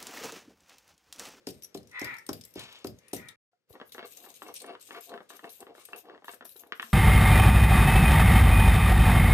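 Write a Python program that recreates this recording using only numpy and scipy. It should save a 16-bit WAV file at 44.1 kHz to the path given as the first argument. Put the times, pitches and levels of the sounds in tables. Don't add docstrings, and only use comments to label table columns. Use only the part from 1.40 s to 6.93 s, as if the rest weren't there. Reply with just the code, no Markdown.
import sys
import numpy as np
from scipy import signal
from scipy.fft import rfft, irfft, next_fast_len
from scipy.io import wavfile
from scipy.ndimage import uniform_filter1d

SR = 44100
rng = np.random.default_rng(int(sys.argv[2]) if len(sys.argv) > 2 else 0)


def volts(x):
    e = np.asarray(x, float) / 20
    return 10 ** e


def pcm_store(signal):
    levels = np.round(np.clip(np.atleast_2d(signal), -1, 1) * 32767)
    wavfile.write(sys.argv[1], SR, levels.astype(np.int16).T)


N = 243873
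TIME = np.arange(N) / SR


def level(x, db):
    return x * volts(db) / np.sqrt(np.mean(x ** 2))


def curves(spans):
    rows = np.concatenate(spans)
    on = sum((TIME > t[0][0]) & (TIME < t[-1][0]) for t in spans)
    return [np.interp(TIME, rows[:, 0], c) for c in rows.T[1:]], uniform_filter1d(1. * on, size=200)


def on_log(table, size):
    hz, value = np.transpose(table)
    return np.interp(np.log(np.fft.rfftfreq(size, 1 / SR) + 1), np.log(hz), value)


def coloured(table, size):
    spectrum = rfft(rng.standard_normal(size)) * volts(on_log(table, size))
    return level(irfft(spectrum, size), 0)


def band(x, hz, width, order=1):
    edges = np.sqrt(hz ** 2 + width ** 2 / 4) + np.array([-width, width]) / 2
    return signal.sosfilt(signal.butter(order, np.clip(edges, 20, 21000), "band", fs=SR, output="sos"), x)


def fade(t, t60):
    return np.exp(-np.log(1000) * t / t60)


def add(out, s, x):
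    i = int(s * SR)
    out[..., i:i + x.shape[-1]] += x[..., :N - i]


def grains(rate, spread_db):
    hit, size, sign = rng.random((3, N))
    clicks = (hit < rate / SR) * volts(-spread_db * np.log(size + 0.0038))
    return level(clicks * np.sign(sign - .5), 0)


def walk(rate):
    k = int(SR / rate)
    steps = np.repeat(rng.standard_normal(N // k + 1), k)
    return 1.73 * uniform_filter1d(steps, size=k)[:N]


def soften(x, ms):
    t = TIME[:300] * 1000 / ms
    return signal.lfilter(t * np.exp(-t), 1, x)


def shaking(s, t60, hold, rise):
    t = (TIME - s).clip(0)
    return (1 - np.exp(-t / rise)) * fade((t - hold).clip(0), t60)


# time_s, gain_db
SCENE_GAIN = [(0, 0), (1.92, -0.5), (1.958, -8), (1.963, -97), (2.095, -93.5), (2.12, -18), (2.27, -22),
              (2.3, 0.5), (5.53, -5.5)]


def scene_gain_db(s):
    return np.interp(s, *np.transpose(SCENE_GAIN))


# frequency_hz, density_db_per_hz
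YARD_AIR = [(35, -61.5), (60, -17), (514, 10), (711, -4.5), (2110, -4.5), (2840, -8), (4730, -8),
            (15000, -26)]


def air():
    shared = coloured(YARD_AIR, N)
    own = np.array([coloured(YARD_AIR, N), coloured(YARD_AIR, N)])
    return volts(-71) * (shared + own)


def traffic():
    return level(band(rng.standard_normal(N), 120.0, 200.0, order=2), -76) * volts(1.5 * walk(6.1))


# time_s, pitch_hz, level_db
CAWS = [
    [(0.51, 508.8, -61.5), (0.562, 508.2, -41.5), (0.718, 480.0, -44), (0.736, 442.5, -48),
     (0.8, 447.5, -70), (0.83, 460, -80)],
    [(1.04, 526, -75.5), (1.06, 511, -72), (1.1, 537, -80)],
    [(1.58, 542, -78.5), (1.64, 569.7, -66.5), (1.72, 599, -69.5)],
    [(1.76, 497, -54.5), (1.866, 456, -58.5), (1.952, 429, -68), (1.97, 467, -73.5)],
]
# frequency_hz, width_hz, level_db, rise_db_per_100_hz
BEAK = [(1000, 270, -10.5, 1.5), (1420, 360, -6, -2.5), (1812, 410, -5.5, -10), (2043, 440, 0, 1),
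        (2420, 560, -14, 16.5), (3030, 1200, -16, -1.5)]


def crow():
    (hz, db), on = curves(CAWS)
    wander = level(uniform_filter1d(rng.standard_normal((2, N)), size=150), 0)
    shake = np.sin(np.cumsum(2 * np.pi * 68 * (1 + 0.098 * wander[0]) / SR))
    phase = np.cumsum(2 * np.pi * hz * (1 + 0.0401 * wander[1] + 0.016 * shake) / SR)
    pulses = sum(np.cos(k * phase) for k in range(1, 9))
    breath = 3.3 * rng.standard_normal(N) * (1 + np.cos(phase))
    source = pulses * (1 + 0.82 * shake) + breath
    voice = 0
    for f, width, gain, rise_db in BEAK:
        formant = level(band(source, 1. * f, 1. * width, order=2), 0)
        voice = voice + volts(gain + rise_db * (hz - 500) / 100) * formant
    return on * volts(db - 3.5) * voice


def walls(x, t60, wet_db):
    t = TIME[:SR // 2]
    echo = band(rng.standard_normal((2, len(t))), 900.0, 2500.0)
    echo = level(echo * fade(t, t60) * (1 - np.exp(-t / 0.00045)), wet_db)
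    scatter = np.diff(rng.standard_normal((2, len(t) + 1))) * fade(t, .012)
    scatter = np.array([level(port, -11) for port in scatter])
    response = (echo + scatter) / np.sqrt(len(t))
    return signal.fftconvolve(x * np.ones((2, 1)), response, axes=1)[:, :N]


# time_s, level_db
SLEEVE_SWEEP = [
    (1.15, -65),
    (1.182, -56.5),
    (1.22, -53),
    (1.27, -60),
    (1.34, -61.5),
    (1.426, -71.5),
    (1.44, -71),
]


def sleeve():
    (sweep_db,), sweeping = curves([SLEEVE_SWEEP])
    fibres = rng.standard_normal(N)
    body = level(band(fibres, 1400.0, 3600.0, order=2), 4.1)
    edge = level(band(fibres, 2850.0, 1700.0, order=2), 0.5)
    return sweeping * (body + edge) * volts(sweep_db + 1.5 * walk(60))


# time_s, frequency_hz, peak_db, t60_s
LONE_RINGS = [(0.236, 5810, -41, 0.079), (0.245, 5700, -43, 0.07), (0.234, 11340, -38, 0.045),
              (0.245, 11230, -40, 0.057), (2.132, 719, -68.5, 0.1), (2.133, 1400, -74, 0.043),
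              (2.306, 107.5, -42.5, 0.023), (2.306, 480, -42.5, 0.018), (4.533, 2680, -30, 0.034),
              (5.023, 1400, -41, 0.017), (5.44, 226, -54, 0.24)]


def lone_rings():
    out, t = np.zeros(N), TIME[:SR // 8]
    for s, hz, db, t60 in LONE_RINGS:
        ring = np.sin(2 * np.pi * hz * t) * fade(t, t60) * (1 - np.exp(-t / 0.000208))
        add(out, s, volts(db - scene_gain_db(s)) * ring)
    return out


TOP_HZ = 9700
OWN_SHARE = 3.7
# frequency_hz, width_hz, level_db
GLASS = [(3750, 130, -5), (5300, 200, -3), (5800, 130, -1), (6700, 220, -5), (8500, 180, -1),
         (9200, 200, -5), (10400, 300, -6), (11400, 200, -1), (12300, 350, 0), (12900, 300, -4)]
# time_s, peak_db, loudest_low_mode_hz, top_over_peak_db
POUND_CLINKS = [(0.069, -26.5, 5020, -46), (0.087, -32, 4700, -12), (0.105, -34.5, 5570, -4),
                (0.222, -37.5, 5840, -5), (0.245, -35.5, 5850, -15), (0.233, -39.5, 5530, -1),
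                (0.344, -31.5, 5220, -19), (0.373, -36, 4200, -19), (0.4294, -51, 5300, -11),
                (0.472, -46, 5800, -13), (0.4943, -49, 5500, -12), (0.513, -44, 5840, -11),
                (0.5942, -27, 5450, -9), (0.644, -25, 5120, -8), (0.7667, -41.5, 5200, -14),
                (0.784, -38, 5640, -5), (0.8646, -31.5, 8700, -11), (0.8897, -23, 5470, -18),
                (0.93, -26.5, 4880, -2), (0.741, -39, 4050, -11), (1.0106, -35.5, 5220, -20.5),
                (1.037, -37.5, 5470, -19), (1.05, -38.5, 7800, 1), (1.1079, -51.5, 5500, 1.5),
                (1.1383, -43, 5770, -1.5), (1.155, -37.5, 5200, -5), (1.2364, -37.5, 4300, -24),
                (1.3254, -40.5, 3740, -8), (1.388, -47, 6870, -14), (1.713, -49.5, 3550, -9.5),
                (1.745, -30.5, 7200, -3.5), (1.1927, -26.5, 3920, -23.5), (0.616, -31, 5700, -10),
                (1.4432, -34, 4550, -27.5), (1.4693, -30.5, 5020, -3), (1.5865, -45, 6190, -11.5),
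                (1.682, -41, 9430, -19), (1.733, -22.5, 8860, -8.5), (1.764, -29, 5950, -1.5),
                (1.8852, -30.5, 3720, -28.5)]
# time_s, peak_db, loudest_low_mode_hz, top_over_peak_db
GRIND_CLINKS = [(2.5206, -32.5, 4080, -10), (2.3268, -48.5, 4100, -4.5), (2.4924, -48, 3780, -4),
                (2.5423, -41.5, 6040, -8), (2.657, -42.5, 4330, -13), (2.7209, -40.5, 6800, -2.5),
                (2.7709, -34, 6450, -0.5), (2.8017, -41, 3850, -5.5), (2.9015, -39, 6740, -11.5),
                (3.0252, -40, 7870, -6.5), (3.0806, -40, 6020, -12.5), (2.94, -40, 6540, -9.5),
                (3.1401, -35, 6500, 5), (3.2009, -33.5, 4270, -16.5), (3.218, -31.5, 8410, -13.5),
                (3.2612, -39.5, 9100, -39), (3.3968, -48, 4540, -7), (3.413, -40.5, 7800, -2),
                (3.4253, -36, 7900, -14), (3.4527, -42, 7740, -6), (3.608, -39.5, 8240, 7),
                (3.662, -45, 4200, -6), (3.693, -36, 4130, -21), (3.9002, -40.5, 6260, -6),
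                (3.966, -43, 6260, 8), (4.0925, -35, 4040, -20), (4.1012, -40, 5817, 6),
                (4.1382, -42, 3760, -10), (4.204, -33.5, 8200, -6), (4.452, -31, 8400, -1.5),
                (4.5602, -35.5, 9200, -32.5), (4.8442, -49, 7900, 8), (4.9131, -32, 8150, -24),
                (4.8545, -41, 3600, 1), (4.9249, -35, 8400, -7), (4.9423, -36.5, 8200, 3),
                (5.0527, -31.5, 9800, -4.5), (5.092, -38, 3970, 4), (5.12, -42, 4390, -1),
                (5.1628, -35.5, 3860, -0.5), (5.1936, -36, 6473, -19), (5.2701, -50, 3770, 6),
                (5.4204, -30.5, 3360, -26)]


def clinks():
    out, t = np.zeros((2, N)), TIME[:SR // 8]
    hz, width, db = np.transpose(GLASS)[:, :, None]
    for s, peak_db, low_hz, top_db in POUND_CLINKS + GRIND_CLINKS:
        r = rng.standard_normal((4, len(GLASS), 1))
        rings = volts(db + 2 * r[0]) * np.sin(2 * np.pi * hz * (1 + 0.023 * r[1]) * t + 3 * r[2])
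        rings = rings * fade(t, 0.017 * np.exp(0.16 * r[3]))
        noise = rng.standard_normal((3, len(t)))
        decay = (fade(t, 0.021) + 0.16 * fade(t, 0.17)) * (1 - np.exp(-t / 0.00067))
        tick = (noise[0] + OWN_SHARE * noise[1:]) * decay
        low = level((rings * (hz < TOP_HZ)).sum(axis=0), -20.0)
        low = low + level(band(tick, 5380.0, 8800.0, order=2), 0.77)
        low = low + level(band(tick, low_hz, 320.0), 1.9)
        high = level((rings * (hz > TOP_HZ)).sum(axis=0), -1.4)
        high = high + level(band(tick, 10440.0, 6200.0, order=2), -3.2)
        high = high + level(band(tick, 11400.0, 380.0), -1.9)
        clink = low / np.abs(low).max() + volts(top_db) * high / np.abs(high).max()
        add(out, s, volts(peak_db - 2.5) * clink)
    return out


# start_s, level_db, top_over_level_db, settling_t60_s
JOLTS = [(0.065, -42.5, -6, 0.27), (0.225, -61, 12, 0.15), (0.346, -52, -3, 0.18), (0.47, -69.5, -20, 4.5),
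         (0.594, -51, -3, 0.51), (0.886, -63.5, -9.5, 0.077), (0.93, -48, 0, 0.19), (1.048, -67, 3, 0.79),
         (1.19, -47, -19, 0.13), (1.444, -52, 3.5, 0.16), (1.54, -75, -11, 1.0), (1.73, -39, -3.5, 0.25),
         (1.884, -60, -17.5, 0.1)]
# start_s, level_db, top_over_level_db, settling_t60_s, shaken_for_s
SHAKES = [(2.289, -67.5, 5.5, 0.12, 0.05), (2.448, -76.5, 12, .3, 0.039), (2.52, -51, -3, 0.25, 0.014),
          (2.646, -52.5, -1, 0.32, 0.2), (2.882, -50, -10, 0.13, 0.011), (2.94, -53, -5, 0.64, 0.098),
          (3.141, -46, -18, 0.48, 0.012), (3.403, -49, -8.5, 1, 0.083), (3.605, -48.5, -4, 0.037, 0.077),
          (3.888, -47, -8, 0.76, 0.011), (4.094, -49, 1.5, 0.23, 0.064), (4.34, -51.5, -11, 0.27, 0.15),
          (4.558, -44, -0.5, 0.18, 0.029), (4.845, -51.5, -2, 0.17, 0.1), (5.045, -53.5, 7, 0.22, 0.08),
          (5.158, -54, 3, 0.12, 0.015), (5.19, -54, 4, 0.25, 0.02), (5.342, -53.5, -0.5, 0.3, 0.045),
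          (5.418, -45.5, -3.5, 0.4, 0.06)]


def rattle():
    moves = [(db, top_db, shaking(s, t60, 0, 0.007)) for s, db, top_db, t60 in JOLTS]
    moves += [(db, top_db, shaking(s, t60, hold, 0.0065)) for s, db, top_db, t60, hold in SHAKES]
    loose = sum(volts(db) * shape for db, top_db, shape in moves)
    bright = sum(volts(db + top_db) * shape for db, top_db, shape in moves)
    own = np.array([grains(1200, 1.3) + 0.3 * rng.standard_normal(N) for port in range(2)])
    touch = (grains(1500, 0.59) + OWN_SHARE * own) * volts(2 * walk(45))
    modes = []
    for f, width, gain in GLASS:
        mode = level(band(touch, 1. * f, 1. * width), 0)
        modes.append((f, volts(gain + 3 * walk(14)) * mode))
    low = level(sum(m for f, m in modes if f < TOP_HZ), -5.5)
    low = low + level(band(touch, 8060.0, 5900.0, order=3), -4.5)
    high = level(sum(m for f, m in modes if f > TOP_HZ), 0.9)
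    high = high + level(band(touch, 11580.0, 4300.0, order=3), -4.5)
    cloth = level(band(touch, 3300.0, 2100.0, order=3), -6)
    return volts(-4.5) * (loose * (low + cloth) + bright * high)


# time_s, peak_db, weight_below_700_hz_db
TAPS = [(2.354, -46, 5), (2.4, -37, -2), (2.414, -34, -2.5), (2.548, -36, -4), (2.581, -32, -5),
        (2.593, -30, -7.5), (2.628, -38, 0), (2.842, -49.5, 3), (2.863, -45, -2), (3.02, -31, -4),
        (3.086, -38.5, 3), (3.244, -37, 0.5), (3.295, -38.5, -4), (3.331, -48, -2), (3.352, -34, -9.5),
        (3.49, -48.5, -9), (3.508, -29, -8), (3.548, -32.5, -10), (3.565, -37.5, -1), (3.719, -42, -6),
        (3.74, -30.5, -5), (3.777, -33, -6), (3.805, -39.5, 3), (3.944, -49, -8), (3.904, -33.5, -8),
        (3.993, -36.5, -9), (4.043, -30.5, -2), (4.229, -41, -8), (4.268, -38, -2), (4.351, -41, -2),
        (4.381, -47, 7.5), (4.488, -39.5, -1.5), (4.532, -29, -10), (4.655, -48.5, 0), (4.698, -34.5, -3),
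        (4.748, -40, -6), (4.778, -43, 1.5), (4.822, -48.5, 4.5), (4.844, -34.5, -10), (4.882, -26, -14),
        (4.936, -36.5, -0.5), (5.009, -31.5, -5), (5.025, -39, 1), (5.052, -42.5, 1.5), (5.158, -48, 4.5),
        (5.236, -38, -6)]
# time_s, peak_db, weight_below_700_hz_db, centre_hz
LAST_TAPS = [
    (5.3224, -13, -17, 1800),
    (5.3318, -23, -17, 1900),
    (5.3976, -12.5, -17, 1800),
    (5.428, -18, -22, 1500),
]


def taps():
    out, t = np.zeros(N), TIME[:SR // 8]
    edge_hz = 1345
    for s, db, low_db, hz in [(*tap, edge_hz) for tap in TAPS] + LAST_TAPS:
        rock = rng.standard_normal(len(t))
        push = soften((t == 0) + 0.055 * rock * fade(t, 0.045), 0.057)
        edge = band(push, hz, .85 * hz, order=2) + 0.7 * band(push, 2800.0, 1300.0, order=2)
        slab = band(push + 0.13 * rock * fade(t, 0.082), 521.0, 780.0, order=2)
        tap = edge / np.abs(edge).max() + volts(low_db) * slab / np.abs(slab).max()
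        add(out, s, volts(db + 1.0) * tap)
    return out


# frequency_hz, width_hz, level_db
STONES = [(321, 20, -3), (480, 230, 6), (692.5, 25, 0.5), (1000, 30, -25), (1154, 140, 4.5),
          (1400, 830, -5), (1580, 104, -7), (2145, 210, -6), (2680, 62, -1)]
# start_s, fastest_s, end_s, rumble_db, grit_db
STROKES = [(2.328, 2.356, 2.41, -51, -63), (2.41, 2.39, 2.5, -64, -75), (2.543, 2.635, 2.675, -48, -48),
           (2.73, 2.876, 2.94, -54.5, -65), (3.008, 3.104, 3.13, -46, -51),
           (3.199, 3.278, 3.38, -47.5, -53.5), (3.477, 3.588, 3.61, -47, -49),
           (3.667, 3.759, 3.785, -41.5, -54.5), (3.895, 3.914, 4, -52, -51),
           (3.987, 4.02, 3.98, -43.5, -45), (4.024, 4.059, 4.12, -43.5, -50.5),
           (4.189, 4.247, 4.23, -42, -52), (4.255, 4.281, 4.35, -48, -62), (4.366, 4.385, 4.48, -66.5, -58),
           (4.48, 4.542, 4.61, -48.5, -55.5), (4.625, 4.7, 4.79, -44, -56.5),
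           (4.881, 4.879, 4.93, -48, -47), (4.934, 4.96, 4.98, -58.5, -68), (4.996, 5.025, 4.68, -53, -62),
           (5.15, 5.248, 5.7, -59, -70), (5.33, 5.33, 4.4, -60, -76), (5.39, 5.44, 4.7, -41, -75)]


def grinding():
    slips = (grains(900, 1.7) + 0.56 * rng.standard_normal(N)) * volts(2.1 * walk(70))
    modes = []
    for f, width, gain in STONES:
        mode = level(band(slips, 1. * f, 1. * width), 0)
        modes.append((f, volts(gain + 1.5 * walk(9)) * mode))
    rumble = level(band(sum(m for f, m in modes if f < 900), 389.0, 620.0, order=2), 0)
    grit = level(band(sum(m for f, m in modes if f > 900), 1870.0, 1590.0, order=2), 0)
    husks = level(band(slips, 3780.0, 1400.0, order=3), 0)
    grit = grit + volts(-7) * husks
    out = np.zeros(N)
    for start, fastest, end, rumble_db, grit_db in STROKES:
        speed = np.sin(np.interp(TIME, [start, fastest, end], [0, np.pi / 2, np.pi])).clip(0)
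        out += volts(rumble_db) * speed ** 1.11 * rumble
        out += volts(grit_db) * speed ** 1.66 * grit
    return out


# time_s, thud_peak_db, crack_db, edge_ring_db
POUNDS = [
    (0.07, -28.5, -33, -51),
    (0.348, -30, -37.5, -50),
    (0.615, -29, -32, -49),
    (0.889, -25.5, -39, -33.5),
    (1.157, -31.5, -56.5, -82.5),
    (1.445, -26.5, -34, -44),
    (1.731, -25, -32.5, -46.5),
]
# frequency_hz, level_db, t60_s
SLAB = [(314.4, -0.5, 0.05), (396, 3, 0.024), (538.5, -4.5, 0.036), (676, -9.5, 0.03)]
# frequency_hz, density_db_per_hz
GROUND = [(29, -28), (50, -7), (145, -0.5), (313, -7.5), (627, -7.5), (800, -15.5), (1040, -53.5),
          (1760, -120)]


def pounds():
    out, t = np.zeros(N), TIME[:SR // 2]
    for s, db, crack_db, edge_db in POUNDS:
        ring = np.zeros(len(t))
        for hz, gain, t60 in SLAB:
            stronger, higher = rng.standard_normal(2)
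            mode = np.sin(2 * np.pi * hz * (1 + 0.025 * higher) * t) * fade(t, t60)
            ring += volts(gain + 2.1 * stronger) * mode
        ring = -ring * (1 - np.exp(-t / 0.0017))
        ring = ring / np.abs(ring).max()
        soil = coloured(GROUND, len(t)) * (1 - np.exp(-t / 0.016))
        boom = band(soil, 100.0, 140.0) * fade(t, 0.38)
        boom = boom + band(soil, 240.0, 130.0) * fade(t, 0.3)
        boom = boom + band(soil, 420.0, 400.) * fade(t, 0.18)
        crack = band(rng.standard_normal(len(t)), 4000.0, 5000., order=2)
        crack = crack * (fade(t, 0.0083) + volts(-22) * fade(t, .25))
        edge = band(rng.standard_normal(len(t)), 944.0, 650.0, order=2) * fade(t, 0.031)
        add(out, s, volts(crack_db + 5.5) * crack)
        thud = volts(db + 0.5) * (ring + volts(-12.5) * boom)
        add(out, s + .0022, thud + volts(edge_db + 18.5) * edge)
        add(out, s + .023, volts(db - 11) * ring)
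    return out


def scene():
    bird = crow()
    near = sleeve() + lone_rings() + clinks() + rattle() + taps() + grinding() + pounds()
    mix = air() + traffic() + bird + near
    mix = mix + walls(bird, t60=0.27, wet_db=-0.5) + walls(near, t60=0.19, wet_db=-13)
    return mix * volts(scene_gain_db(TIME))


# frequency_hz, gain_db
PORT_GAIN = [(60, -4.5), (110, -2.5), (200, .5), (380, 2.5), (700, 1.5), (2380, 4.5), (4400, 4), (15000, 8)]
# frequency_hz, phase_rad
PORT_PHASE = [(60, 0.44), (150, 1.4), (400, 0.12), (900, 0.64)]


def microphone_ports(dry):
    size = next_fast_len(N + 4096)
    lag = 2 * np.pi * np.fft.rfftfreq(size) * 7.32
    half = volts(on_log(PORT_GAIN, size) / 2) * np.exp(.5j * (on_log(PORT_PHASE, size) - lag))
    ports = irfft(rfft(dry, size) * np.array([half, 1 / half]), size)[:, :N]
    ports = signal.sosfilt(signal.butter(4, 66, "high", fs=SR, output="sos"), ports)
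    return signal.sosfilt(signal.butter(12, 15400, fs=SR, output="sos"), ports)


def roll_off(x):
    return signal.sosfilt(signal.butter(12, 16400, fs=SR, output="sos"), x)


def record(dry):
    mix = microphone_ports(dry)
    return roll_off(mix)


dry = scene()
out = record(dry)
pcm_store(out)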